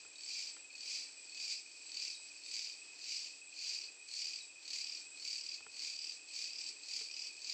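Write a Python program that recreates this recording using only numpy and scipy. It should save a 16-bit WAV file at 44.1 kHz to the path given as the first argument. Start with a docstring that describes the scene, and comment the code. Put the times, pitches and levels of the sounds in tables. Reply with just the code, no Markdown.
"""Night in a bamboo grove. From the start, over still air, an insect's wing clicks sustain a thin high
buzz, crickets trill low and a far katydid chorus swells. A faint knock sounds close by; then two near
katydids rasp about twice a second, scraper on file, their wings now and then giving a brief lower ring.
The pair meet near 1.9 s and slowly fall out of step. A few more knocks come, the sharpest near 5.7 s,
a short muffled pop like an air-gun shot."""
import sys
import numpy as np
from scipy import signal
from scipy.fft import rfft, irfft
from scipy.io import wavfile

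SR = 44100
rng = np.random.default_rng(int(sys.argv[2]) if len(sys.argv) > 2 else 0)


def put_to_file(sound):
    """Save the sound as 16-bit audio at rate SR, in the file named by the first command-line argument."""
    columns = np.atleast_2d(sound).T  # one column per channel
    safe = np.clip(columns, -1, 1)
    whole_steps = np.round(safe * 32767)
    wavfile.write(sys.argv[1], SR, whole_steps.astype(np.int16))


N = 332073
T = np.arange(N) / SR

def undb(db):
    """Amplitude ratio of a level in decibels."""
    return 10 ** (np.asarray(db) / 20)

def unit(x):
    """Normalisation to an rms of one."""
    return x / np.sqrt(np.mean(x ** 2))

def add(track, start_s, sound):
    """Superposition of a short sound on a track."""
    i = int(np.clip(start_s * SR, 0, N))
    track[i:i + len(sound)] += sound[:N - i]

def colour(x, spectrum, size=8192):
    """Minimum-phase filtering at unit power through (frequency [Hz], level [dB]) points."""
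    hz, db = np.transpose(spectrum)
    bin_hz = np.arange(size // 2 + 1) * SR / size
    gain = undb(np.interp(np.log(bin_hz + 1), np.log(hz), db))
    cepstrum = irfft(np.log(gain))
    cepstrum[1:size // 2] *= 2
    cepstrum[size // 2 + 1:] = 0
    response = irfft(np.exp(rfft(cepstrum)))
    return signal.fftconvolve(x, response / np.linalg.norm(response))[:N]

def walk(rate):
    """Slow random modulation of unit rms, with rate new values a second."""
    return unit(np.interp(T * rate, np.arange(N), rng.standard_normal(N)))

def teeth(rate):
    """Shot noise: equal clicks at random times, as of a scraper catching file teeth."""
    caught = rng.random(N) < rate / SR
    return unit(caught * rng.choice([-1, 1], N))

def swell(t, hold_s, rise_db_per_s, fall_db_per_s):
    """Exponential growth and decay, in dB: the level rises until t = 0, holds, then falls."""
    return rise_db_per_s * np.minimum(t, 0) - fall_db_per_s * np.maximum(t - hold_s, 0)

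def pip(hz, sag_hz, along):
    """Frequency glide: a sine sags in pitch while along runs from 0 to 1."""
    return np.sin(2 * np.pi * np.cumsum(hz + sag_hz * (.5 - along)) / SR)

def notes(table, length_s, sag_hz):
    """Tone bursts: each glide sounds under a half-sine envelope."""
    out, along = np.zeros(N), np.minimum(T[:SR // 30] / length_s, 1)
    for start, hz, db in table:
        add(out, start, undb(db) * np.sin(np.pi * along) * pip(hz, sag_hz, along))
    return out

# Background spectrum: (frequency [Hz], relative level [dB])
NIGHT_SPECTRUM = [(25, -49), (45, -27), (65, -23), (100, -11.5), (200, -16), (290, 0.5), (450, -2.5),
                  (700, -5), (1400, -8.5), (2600, -0.5), (3600, -3.5), (4700, 2), (6600, -4), (8600, -5),
                  (10500, -60), (15000, -40)]
def night_air():
    """Incoherent summation: still air and countless distant insects merge into coloured noise."""
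    return undb(-63 + .8 * walk(7)) * colour(rng.standard_normal(N), NIGHT_SPECTRUM)

def high_buzz(centre_hz=7725, throb_s=.3225, crest_s=.243):
    """Resonance: dense wing clicks ring one high mode, louder and higher at each crest of a throb."""
    throb = np.cos(2 * np.pi * (T - crest_s) / throb_s)
    hz = centre_hz + 60.3 * throb + 44.87 * walk(12)
    sway_db = 1.5 * throb + 1.34 * walk(12)
    carrier = np.exp(2j * np.pi * np.cumsum(hz) / SR)
    out = np.zeros(N)
    for width_hz, db in [(690, -62), (104, -64)]:  # broad skirt, narrow core
        lowpass = signal.butter(3, width_hz / 2, fs=SR, output="sos")
        envelope = signal.sosfilt(lowpass, teeth(5000) + 1j * teeth(5000))
        out += undb(db + sway_db) * unit((envelope * carrier).real)
    return out

# One trill per cricket: (frequency [Hz], pulse rate [1/s], level [dB], unevenness [dB])
CRICKET_TRILLS = [(2483, 17, -67, 0.5), (2505, 37, -66, 3.5), (2576, 38.5, -70.5, 4)]
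# Loudest pulses of the nearest cricket: (time [s], frequency [Hz], level [dB])
LOUD_PULSES = [(.747, 2525, -48.5), (1.658, 2455, -49.5), (1.83, 2490, -53), (2.314, 2487, -48.5),
               (2.457, 2490, -47.5), (3.997, 2503, -50), (4.58, 2515, -51), (5.624, 2500, -46.5),
               (7.096, 2460, -49), (7.302, 2510, -47.5)]
def crickets(pulse_s=.014, jitter=.09, waver_hz=32.06, phrase_db=1.23):
    """Amplitude modulation: nearly pure, wavering tones are cut into slightly uneven pulses."""
    out = np.zeros(N)
    pulse = np.sin(np.pi * np.minimum(T[:SR // 30] / pulse_s, 1))
    for hz, rate, db, uneven_db in CRICKET_TRILLS:
        envelope = np.zeros(N)
        slips, sizes = rng.standard_normal((320, 2)).T
        times = np.cumsum(1 + jitter * slips) / rate
        for start, size in zip(times - times[0], sizes):
            add(envelope, start, undb(uneven_db * min(size, 1.8)) * pulse)
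        envelope *= undb(phrase_db * walk(5.5))
        tone = np.sin(2 * np.pi * np.cumsum(hz + waver_hz * walk(14)) / SR)
        out += undb(db) * unit(envelope * tone)
    return out + notes(LOUD_PULSES, length_s=.011, sag_hz=50)

# Chirps of the far katydids: (crest time [s], hold [s], relative level [dB])
CHORUS_CHIRPS = [(0, .01, -53), (0.315, 0.13, -40), (.92, 0.047, -37), (1.12, .14, -55.5),
                 (1.45, 0.071, -38), (1.69, .19, -53.5), (2.03, 0.04, -40), (2.23, 0.25, -53.5),
                 (2.55, 0.078, -40.5), (2.79, 0.19, -56), (3.09, 0.069, -40), (3.33, 0.025, -55),
                 (3.63, 0.11, -40.5), (4.17, 0.038, -41.5), (4.73, 0.074, -41), (5.27, 0.083, -41.5),
                 (5.81, 0.094, -41.5), (6.38, .07, -40.5), (6.92, .09, -41.5), (7.47, .07, -42)]
# Their spectrum: (frequency [Hz], relative level [dB])
CHORUS_SPECTRUM = [(1200, -44.5), (1950, -27), (2400, -5), (2900, -17), (3600, -16.5), (4350, -3),
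                   (4700, 1), (5250, -5.5), (5900, -7), (6500, -11.5), (7400, -10.5), (8600, -27.5),
                   (11800, -53), (15300, -37.5)]
def far_chorus(scatter_lag_s=.17, flutter_db=1.28):
    """Addition of powers: far chirps and the near follower's scattered sound blur into one rasp."""
    scattered = [(start + scatter_lag_s, .1, db - 3) for start, db in FOLLOWER_CHIRPS]
    power = sum(undb(db + swell(T - crest, hold_s, rise_db_per_s=136.5, fall_db_per_s=137.5)) ** 2
                for crest, hold_s, db in list(CHORUS_CHIRPS) + scattered)
    rasp = teeth(4000) * np.sqrt(power) * undb(-7 + flutter_db * walk(110))
    return colour(rasp, CHORUS_SPECTRUM)

# Bands in which a blow's strength is given: (frequency [Hz])
BLOW_BANDS = [150, 430, 800, 1360, 3100]
# Blows: (time [s], then for each of the five bands a relative level [dB])
BLOWS = [(.050, -76, -76, -66, -54, -68), (.566, -83, -66, -61, -51.5, -61),
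         (2.196, -88, -74, -62, -66, -80), (5.606, -73, -71, -57, -57, -68),
         (5.665, -71, -60, -54.5, -48, -63), (7.011, -75, -57.5, -60, -58, -59)]
# Modes of the struck body: (frequency [Hz], 60 dB decay time [s], gain [dB])
BODY_MODES = [(72.6, .25, -10), (105, .2, -9), (202, .12, -4.5), (435, 0.074, 3), (812, 0.024, 1.5),
              (1000, 0.013, 2.5), (1386, 0.02, 3), (1780, 0.028, -0.5), (2180, 0.02, 2), (3170, 0.024, 10)]
def knocks(attack_s=.00084):
    """Damped modal vibration: a blow gives a clack in the upper modes, a longer thud in the low ones."""
    out, t = np.zeros(N), T[:SR // 4]
    hz, t60, db = np.transpose(BODY_MODES)[:, :, None]
    for start, *blow_db in BLOWS:
        drive_db = np.interp(np.log(hz), np.log(BLOW_BANDS), blow_db)
        envelopes = undb(db + drive_db) * np.exp(-np.log(1000) * t / t60)
        ring = (envelopes * np.sin(2 * np.pi * (hz * t + rng.random(hz.shape)))).sum(0)
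        add(out, start, ring * (1 - np.exp(-t / attack_s)))
    return out

def wing_strokes(count, stroke_s, hurry_s, attack_s, rest_hz, climb_hz, **envelope):
    """A chirp's pulse train, quicker at both ends: (lag [s], relative level [dB], frequency [Hz])."""
    along = np.linspace(0, 1, count)
    lag = np.arange(count) * stroke_s - hurry_s * (2 * along - 1) ** 3
    db = swell(lag - attack_s, **envelope)
    hz = rest_hz + climb_hz * np.sin(np.pi * along ** 1.55)  # an arch with a late crest
    return np.transpose([lag, db, hz])

def stridulate(chirps, strokes, wing, tooth_rate, bite_db, opening_db, uneven_db,
               tone_db, upper_db, sag_hz, spread_hz):
    """Stridulation: closing wings bite, drag on the file and ring a membrane; opening scrapes softly."""
    force, tone, t = np.zeros(N), np.zeros(N), T[:SR // 40]
    onset = np.tanh((t / .0005) ** 2)
    for start, chirp_db in chirps:
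        for lag, db, hz in strokes:
            size, detune = rng.standard_normal(2)
            length_s = .0046 * np.exp(lag / .5)  # strokes lengthen through the chirp
            gain = undb(chirp_db + db + uneven_db * size)
            bite = undb(bite_db) * np.exp(-t / .00071)
            closing = gain * (1 + bite) / (1 + (t / length_s) ** 6)
            opening = gain * undb(opening_db) * np.exp(-((t - .013) / .0046) ** 2)
            add(force, start + lag, closing + opening)
            along = np.minimum(t / length_s, 2)
            pitch = hz + spread_hz * detune
            # the strongest strokes also excite a higher membrane mode
            upper = undb(upper_db + db) * pip(1.13 * pitch, sag_hz, along)
            add(tone, start + lag, closing * onset * (pip(pitch, sag_hz, along) + upper))
    return colour(force * teeth(tooth_rate), wing) + undb(tone_db) * tone

# Chirps of the leading katydid: (time [s], relative level [dB])
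LEADER_CHIRPS = [(.128, -44.5), (.700, -45), (1.267, -44.5), (1.864, -41.5), (2.433, -40), (2.987, -41),
                 (3.536, -41.5), (4.084, -38.5), (4.625, -39.5), (5.170, -39), (5.713, -41), (6.283, -41),
                 (6.831, -40.5), (7.364, -39.5)]
# Its wing response: (frequency [Hz], relative level [dB])
LEADER_SPECTRUM = [(1200, -47), (1950, -20.5), (2350, -9), (2800, -12), (3700, -13.5), (4400, -1.5),
                   (4720, 1), (5200, -7), (6400, -8.5), (7400, -9.5), (8600, -28), (11800, -46.5),
                   (15300, -35.5)]
def leading_katydid():
    """Stridulation in ten strokes a chirp, swelling and dying away quickly."""
    strokes = wing_strokes(count=10, stroke_s=.0265, hurry_s=.003, rest_hz=4343, climb_hz=361,
                           attack_s=.0964, rise_db_per_s=116, hold_s=.057, fall_db_per_s=136)
    return stridulate(LEADER_CHIRPS, strokes, LEADER_SPECTRUM, tooth_rate=6500, bite_db=-4.5,
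                      opening_db=-13, uneven_db=1.2, tone_db=4, upper_db=-13, sag_hz=122, spread_hz=65)

# Brief low rings of the near katydids' wings: (time [s], frequency [Hz], level [dB])
WING_RINGS = [(.155, 3830, -52), (2.147, 3860, -48), (2.458, 3750, -52), (4.406, 3900, -47)]
def wing_rings():
    """Resonance: a wing rings briefly below its main pitch, gliding slightly downward."""
    return notes(WING_RINGS, length_s=.01, sag_hz=80)

# Chirps of the following katydid: (time [s], relative level [dB])
FOLLOWER_CHIRPS = [(.233, -46.5), (.769, -48), (1.318, -49), (1.861, -43.5), (2.457, -44.5), (3.004, -43),
                   (3.573, -43), (4.120, -42.5), (4.708, -42.5), (5.276, -43), (5.855, -42.5), (6.424, -42),
                   (7.005, -42)]
# Its wing response: (frequency [Hz], relative level [dB])
FOLLOWER_SPECTRUM = [(1200, -50.5), (2000, -26), (2500, -4.5), (3300, -13), (4200, -16), (4750, 5.5),
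                     (5100, -9), (5600, -2), (6500, -18), (7700, -30), (8800, -38), (11800, -49),
                     (15000, -40.5)]
def following_katydid():
    """Phase drift: a second stridulator catches up with the leader, then gradually falls behind."""
    strokes = wing_strokes(count=11, stroke_s=.0268, hurry_s=.004, rest_hz=4439, climb_hz=498,
                           attack_s=.112, rise_db_per_s=151, hold_s=.115, fall_db_per_s=71)
    return stridulate(FOLLOWER_CHIRPS, strokes, FOLLOWER_SPECTRUM, tooth_rate=6000, bite_db=-2.5,
                      opening_db=-15.5, uneven_db=.9, tone_db=5, upper_db=-9.5, sag_hz=158, spread_hz=53)

def grove(x, ground, wet_db, t60, echo_s=.004864):
    """Reflection and scattering: one ground bounce and a decaying tail from stems and leaves."""
    t = T[:SR // 2]
    envelope = np.exp(-np.log(1000) * t / t60) * (1 - np.exp(-t / .0064))
    tail = rng.standard_normal(len(t)) * envelope
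    response = undb(wet_db) * tail / np.linalg.norm(tail)
    response[0] += 1
    response[int(echo_s * SR)] += ground
    return signal.fftconvolve(x, response)[:N]

def scene():
    """Superposition of the insects at their depths in the grove, the night air and the knocks."""
    leader, follower = leading_katydid(), following_katydid()
    near = grove(leader, ground=.25, wet_db=-3, t60=.2) + grove(follower, ground=.2, wet_db=-7, t60=.2)
    far = grove(far_chorus(), ground=.21, wet_db=-2.5, t60=.082)
    tones = grove(crickets() + wing_rings(), ground=0, wet_db=-3.5, t60=.25)
    return (undb(-4.5) * near + far + tones + high_buzz() + night_air() + knocks())[None]

def record(dry, cutoff_hz=15500):
    """Band limiting: a steep elliptic low-pass removes the highest treble."""
    return signal.sosfilt(signal.ellip(10, .1, 70, cutoff_hz, fs=SR, output="sos"), dry)

dry = scene()
out = record(dry)
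put_to_file(out)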